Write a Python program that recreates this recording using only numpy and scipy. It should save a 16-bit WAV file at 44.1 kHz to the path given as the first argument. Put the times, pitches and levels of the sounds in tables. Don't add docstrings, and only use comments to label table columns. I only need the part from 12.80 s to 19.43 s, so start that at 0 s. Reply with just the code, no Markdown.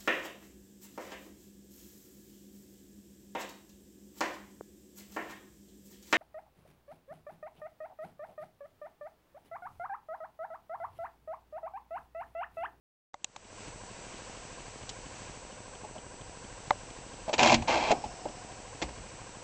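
import sys
import numpy as np
from scipy import signal
from scipy.fft import rfft, irfft
from scipy.io import wavfile

SR = 44100
rng = np.random.default_rng(int(sys.argv[2]) if len(sys.argv) > 2 else 0)


def inscribe(sig):
    pcm = np.round(np.clip(np.atleast_2d(sig).T, -1, 1) * 32767)
    wavfile.write(sys.argv[1], SR, pcm.astype(np.int16))


N = 292383
T = np.arange(N) / SR
RING_T = T[:SR // 3]

# (pitch [Hz], level [dB])
CABIN_SPECTRUM = [(20, -28), (40, 4.5), (62, 0), (105, 6), (180, 0.5), (380, 1), (520, 2), (750, 4),
                  (1000, -4), (1300, -16), (2500, -30), (8000, -47)]
# (pitch [Hz], level [dB], ring time [s])
LOW_HUM_MODES = [(39.2, 0, 0.24), (108.7, -0.5, 0.13)]
# (pitch [Hz], level [dB])
HISS_SPECTRUM = [(200, 6), (1300, 5), (1900, 3.5), (2700, 4.5), (3400, -1), (5000, 0), (7300, 1.5),
                 (8500, -9)]
# (time [s], level [dB])
HISS_LEVELS = [
    [(0.8, -53), (0.882, -51.5), (0.938, -56), (1.318, -52), (2.05, -54)],
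    [(2.2, -54.5), (2.42, -51), (2.612, -55), (3.238, -57.5), (3.85, -54.5)],
]
# (pitch [Hz], level [dB])
STEADY_TONES = [(960, -61.5), (2840, -73), (4490, -69.5)]
WHISTLE_HARMONICS = [-48.5, -50, -54.5]
# (time [s], ring level [dB], snap level [dB], snap fade time [s])
CLICKS = [(0.3418, -30.5, -43, 0.011), (0.444, -39, -22, .013), (.562, -34, -39, 0.021),
          (2.092, -40, -33, 0.052), (3.907, -8.5, -30.5, 0.012)]
# (pitch [Hz], level [dB], ring time [s])
CAMERA_MODES = [(588, -17, 0.082), (744, -5, 0.028), (875, 1.5, 0.015), (1070, -3, 0.018),
                (1180, -1.5, 0.011), (2080, -10.5, 0.017), (3800, -9, 0.0032), (4220, -20, 0.01)]
# (pitch [Hz], level [dB])
SNAP_SPECTRUM = [(300, -12), (1500, -10.5), (3300, 3), (5000, -1.5), (7000, 1.5), (9000, -11)]
LENS_SPECTRUM = [(40, -12.5), (150, 3), (350, -3.5), (1000, -27.5)]
BUMP_SPECTRUM = [(15, -18), (35, -5.5), (60, 6), (120, -8), (250, -6), (450, -28), (1500, -64.5)]
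# (time [s], thud level [dB], crack level [dB], head start of the touch [s])
DASHBOARD_KNOCKS = [(3.045, -29, -53, 0.0046), (3.158, -32.5, -54, 0.0036), (4.491, -19.5, -40, .011),
                    (4.535, -15, -24.5, 0.0056), (4.592, -16.5, -22.5, .012), (4.63, -11.5, -18.5, 0.001),
                    (4.658, -13, -26, 0.0015), (4.672, -18, -21.5, 0.00085), (4.716, -13, -26, 0.0015),
                    (4.728, -14.5, -37, 0.00074), (4.742, -35, -19.5, 0.0009), (4.821, -23.5, -42, 0.00092),
                    (5.114, -10, -25.5, 0.0073), (5.121, -7.5, -50.5, 0.00025), (5.24, -25.5, -45, 0.0012),
                    (5.455, -16.5, -55, 0.0012), (6.022, -19.5, -29, .006), (6.089, -31.5, -53, 0.0011)]
# (pitch [Hz], level [dB], ring time [s])
LID_MODES = [(240, -17, .05), (285, -15, .04), (326, -13, .08), (430, -10, .035), (533, -5, .045),
             (597, -3, .055), (648, -1, .04), (740, -3, .04), (850, -2, .04), (950, -8, .03),
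             (1050, -11, .025)]
# (pitch [Hz], level [dB], ring time [s])
HARDWARE_MODES = [(1450, -9, .05), (1570, -5, .06), (1850, -8, .04), (2089, -5, .1), (2253, -3, .08),
                  (2330, -1, .06), (2526, -1, .07), (2599, -2, .07), (2774, -4, .06), (3034, -4, .05),
                  (3261, -4, .09), (3890, -5, .06)]
# (pitch [Hz], level [dB])
PLASTIC_SPECTRUM = [(600, -32.5), (1000, -9), (1350, -4), (1900, -2), (2450, 4.5), (3000, -1.5),
                    (4000, -2.5), (5500, -6.5), (7200, -7.5), (8500, -23.5)]
# (pitch [Hz], level [dB])
HOLLOW_SPECTRUM = [(30, -22), (60, -10), (150, -16), (260, -1), (440, -6.5), (600, -1.5), (750, 6),
                   (1000, 3), (1300, -8.5), (2200, -34.5)]
# (pitch [Hz], level [dB])
ECHO_SPECTRUM = [(100, 5), (800, -9), (3000, -10.5), (8000, -19.5)]
# (pitch [Hz], level [dB], ring time [s])
LATCH_BOX_MODES = [(85, -22, .12), (133, -14, .18), (234, -11, .15), (326, -10, .12), (420, -15, .04),
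                   (560, -6, .04), (640, -3, .04), (748, -1, .07), (840, -2, .04), (935, -4, .04),
                   (1020, -3, .035)]
# (time [s], level [dB], fade time [s])
LOW_BUMPS = [(4.746, -35, .94), (5.255, -40.5, .18), (6.034, -39.5, 0.29), (6.175, -45, 0.26)]

FRAME_S, FIRST_TICK_S = .07686, .0374
TOP_HZ = 8900


def undb(db):
    return 10 ** (np.asarray(db) / 20)


def unit(x):
    return x / np.sqrt(np.mean(x ** 2))


def noise(length=N):
    return rng.standard_normal(length)


def decay(t60):
    return np.exp(-np.log(1000) * RING_T / t60)


def add(out, start_s, sound):
    part = out[int(start_s * SR):][:len(sound)]
    part += sound[:len(part)]


def through(x, response):
    return signal.fftconvolve(x, response / np.linalg.norm(response))[:len(x)]


def colour(x, spectrum, size=8192):
    hz, db = np.transpose(spectrum)
    grid_hz = np.arange(size // 2 + 1) * SR / size
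    gain = undb(np.interp(np.log(grid_hz + 1), np.log(hz), db))
    cepstrum = irfft(np.log(gain))
    cepstrum[1:size // 2] *= 2
    cepstrum[size // 2 + 1:] = 0
    return through(x, irfft(np.exp(rfft(cepstrum))))


def ring(modes, scatter_db=0):
    sizes = undb(scatter_db * noise(len(modes)))
    return sum((-1) ** k * sizes[k] * undb(db) * decay(t60) * np.sin(2 * np.pi * hz * RING_T)
               for k, (hz, db, t60) in enumerate(modes))


def cabin_hum(air_db=-54, boom_db=-56.5):
    air = colour(noise(), CABIN_SPECTRUM)
    boom = through(noise(), ring(LOW_HUM_MODES))
    return undb(air_db) * air + undb(boom_db) * boom


def electronics(hiss_boost_db=3, pulse_hz=59.94, low_hz=7867, high_hz=8133, buzz_hz=7550):
    hiss_db = hiss_boost_db + np.interp(T, *np.vstack(HISS_LEVELS).T)
    hiss = undb(hiss_db) * colour(noise(), HISS_SPECTRUM)
    tones = sum(undb(db) * np.sin(2 * np.pi * hz * T) for hz, db in STEADY_TONES)
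    whine = undb(-57) * np.sin(2 * np.pi * low_hz * T) + undb(-58) * np.sin(2 * np.pi * high_hz * T)
    flip = np.sign(np.sin(np.pi * pulse_hz / 2 * T))
    pulses = np.sin(np.pi * pulse_hz * (T + .0095)) ** 8
    buzz = undb(-54) * pulses * np.sin(2 * np.pi * buzz_hz * T)
    return hiss + tones + flip * whine + buzz


def wavering_whistle(centre_hz=5975, drift_hz=35, jitter_hz=110, db=-62):
    slow_drift = unit(colour(noise(), [(2, 0), (9, 0), (40, -30), (300, -90)]))
    fast_jitter = unit(colour(noise(), [(1000, 0), (4000, -30)]))
    hz = centre_hz + drift_hz * slow_drift + jitter_hz * fast_jitter
    return undb(db) * np.sin(2 * np.pi * np.cumsum(hz) / SR)


def supply_whistle(rest_hz=465, slide_hz=76.04, slide_at_s=.049, slide_s=.0077,
                   swell_at_s=.0533, lag_s=.0025, rise_s=.0051, fall_s=.006, scatter_db=.9):
    frame, since_tick = np.divmod(T - FIRST_TICK_S, FRAME_S)
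    hz = rest_hz + slide_hz * (1 + np.tanh((since_tick - slide_at_s) / slide_s)) / 2
    phase = 2 * np.pi * np.cumsum(hz) / SR
    frame_strengths = undb(scatter_db * noise(int(frame[-1]) + 2))
    out = np.zeros(N)
    for k, db in enumerate(WHISTLE_HARMONICS):
        late = since_tick - swell_at_s - k * lag_s
        swell = np.where(late < 0, 1 / np.hypot(1, late / rise_s), np.exp(-(late / fall_s) ** 2))
        out += undb(db) * swell * np.sin((k + 1) * phase)
    return frame_strengths[frame.astype(int)] * out


def frame_ticks(tick_db=-31, bump_db=-43):
    since_tick = (T - FIRST_TICK_S) % FRAME_S
    tick = undb(-60 * since_tick / .005)
    bump = np.exp(-((since_tick - .065) / .0018) ** 2)
    muffle = signal.butter(1, [70, 1100], "band", fs=SR, output="sos")
    return signal.sosfilt(muffle, undb(tick_db) * tick - undb(bump_db) * bump)


def sharp_clicks():
    rings, snaps = np.zeros((2, N))
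    for start_s, ring_db, snap_db, snap_t60 in CLICKS:
        add(rings, start_s, undb(ring_db) * ring(CAMERA_MODES))
        add(snaps, start_s, undb(snap_db) * decay(snap_t60) * noise(len(RING_T)))
    return rings + colour(snaps, SNAP_SPECTRUM)


def focus_steps(first_s=.1835, tick_db=-50, tick_hz=3100, thump_db=-45, t60=.037):
    since_step = (T - first_s) % (3 * FRAME_S)
    step = undb(-60 * since_step / t60)
    tick = through(step * noise(), ring([(tick_hz, 0, .006)]))
    thump = colour(step * noise(), LENS_SPECTRUM)
    return undb(tick_db) * tick + undb(thump_db) * thump


def plastic_clatter(force, ring_db):
    return colour(force, PLASTIC_SPECTRUM) + undb(ring_db) * through(force, ring(HARDWARE_MODES))


def knocks(touch_db=-6, rise_s=.00092, hollow_t60=.15, crack_t60=.056):
    thuds, cracks, shakes = np.zeros((3, N))
    for lands_s, thud_db, crack_db, head_start_s in DASHBOARD_KNOCKS:
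        cutoff_hz = min(2010 * 2 ** ((crack_db - thud_db) / 25), TOP_HZ)
        cushion = signal.butter(2, cutoff_hz, fs=SR, output="sos")
        for start_s, db in [(lands_s - head_start_s, touch_db), (lands_s, 0)]:
            chatter = noise((2, len(RING_T))) * (1 - np.exp(-RING_T / rise_s))
            thud = signal.sosfilt(cushion, ring(LID_MODES, scatter_db=5))
            shake = signal.sosfilt(cushion, chatter[0] * decay(hollow_t60))
            add(thuds, start_s, undb(thud_db + db) * thud)
            add(shakes, start_s, undb(thud_db + db) * shake)
            add(cracks, start_s, undb(crack_db + db) * chatter[1] * decay(crack_t60))
    hollow = colour(shakes, HOLLOW_SPECTRUM)
    return undb(-8) * thuds + undb(-17) * hollow + undb(2) * plastic_clatter(cracks, ring_db=-37)


def cabin_echo(sound, db=-21.5, t60=.37, delay_s=.004):
    tail = colour(noise(len(RING_T)), ECHO_SPECTRUM) * decay(t60) * (RING_T > delay_s)
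    return undb(db) * through(sound, tail)


def gears(modes, start_s, stop_s, rise_s, fall_s, surge_db, surge_s, tooth_hz, uneven_db, rub,
          body_db, panel_db, rasp_db, soft_hz):
    gap_scatter, force_scatter = noise((400, 2)).T
    strike_times = start_s + np.cumsum(np.exp(.14 * gap_scatter)) / tooth_hz
    strikes = np.zeros(N)
    strikes[np.minimum(strike_times * SR, N - 1).astype(int)] = undb(uneven_db * force_scatter)
    contact = signal.fftconvolve(strikes, decay(.012))[:N]
    contact /= np.sqrt(np.mean(contact[(T > start_s) & (T < stop_s)] ** 2))
    moving = np.clip((T - start_s) / rise_s, 0, 1) * np.exp(-np.maximum(T - stop_s, 0) / fall_s)
    load = undb(surge_db * np.exp(-((T - start_s) / surge_s) ** 2))
    pressure = moving * load * (contact + rub) / (1 + rub)
    body = undb(body_db) * colour(pressure * noise(), HOLLOW_SPECTRUM)
    panel = undb(panel_db) * through(pressure * noise(), ring(modes))
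    grease = signal.butter(1, soft_hz, fs=SR, output="sos")
    rasp = signal.sosfilt(grease, pressure * noise())
    return body + panel + undb(rasp_db) * plastic_clatter(rasp, ring_db=-6)


def low_bumps():
    out = np.zeros(N)
    for start_s, db, t60 in LOW_BUMPS:
        add(out, start_s, undb(db) * decay(t60) * noise(len(RING_T)))
    return colour(out, BUMP_SPECTRUM)


def lid_quiver(start_s=5.14, t60=3.9, panel_hz=735, panel_db=-47, slide_hz=5300, slide_db=-58):
    quiver = (T > start_s) * undb(-60 * np.maximum(T - start_s, 0) / t60)
    slide = through(noise() * quiver, ring([(slide_hz, 0, .006)]))
    panel = through(noise() * quiver, ring([(panel_hz, 0, .045)]))
    return undb(panel_db) * panel + undb(slide_db) * slide


def scene(mic_on_s=.335, mic_start_db=-24, mic_rise_db_per_s=51.5):
    latch = gears(LATCH_BOX_MODES, start_s=4.586, stop_s=4.74, rise_s=.002, fall_s=.017,
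                  surge_db=3.5, surge_s=.005, tooth_hz=175.6, uneven_db=5, rub=1,
                  body_db=-29.5, panel_db=-24.5, rasp_db=-28, soft_hz=14000)
    damper = gears(LID_MODES, start_s=4.872, stop_s=5.116, rise_s=.013, fall_s=.0029,
                   surge_db=7.5, surge_s=.083, tooth_hz=340, uneven_db=3.5, rub=.7,
                   body_db=-34, panel_db=-34.5, rasp_db=-35.5, soft_hz=5430)
    glove_box = knocks() + latch + damper + lid_quiver()
    echo = cabin_echo(glove_box)
    camera = supply_whistle() + frame_ticks() + focus_steps() + electronics() + wavering_whistle()
    fade_db = np.minimum(mic_start_db + mic_rise_db_per_s * (T - mic_on_s), 0)
    background = (cabin_hum() + camera) * (T > mic_on_s) * undb(fade_db)
    return (background + sharp_clicks() + glove_box + echo + low_bumps())[None]


def record(dry):
    soft = signal.sosfilt(signal.butter(14, 8150, fs=SR, output="sos"), dry)
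    return signal.sosfilt(signal.ellip(10, .2, 75, TOP_HZ, fs=SR, output="sos"), soft)


dry = scene()
out = record(dry)
inscribe(out)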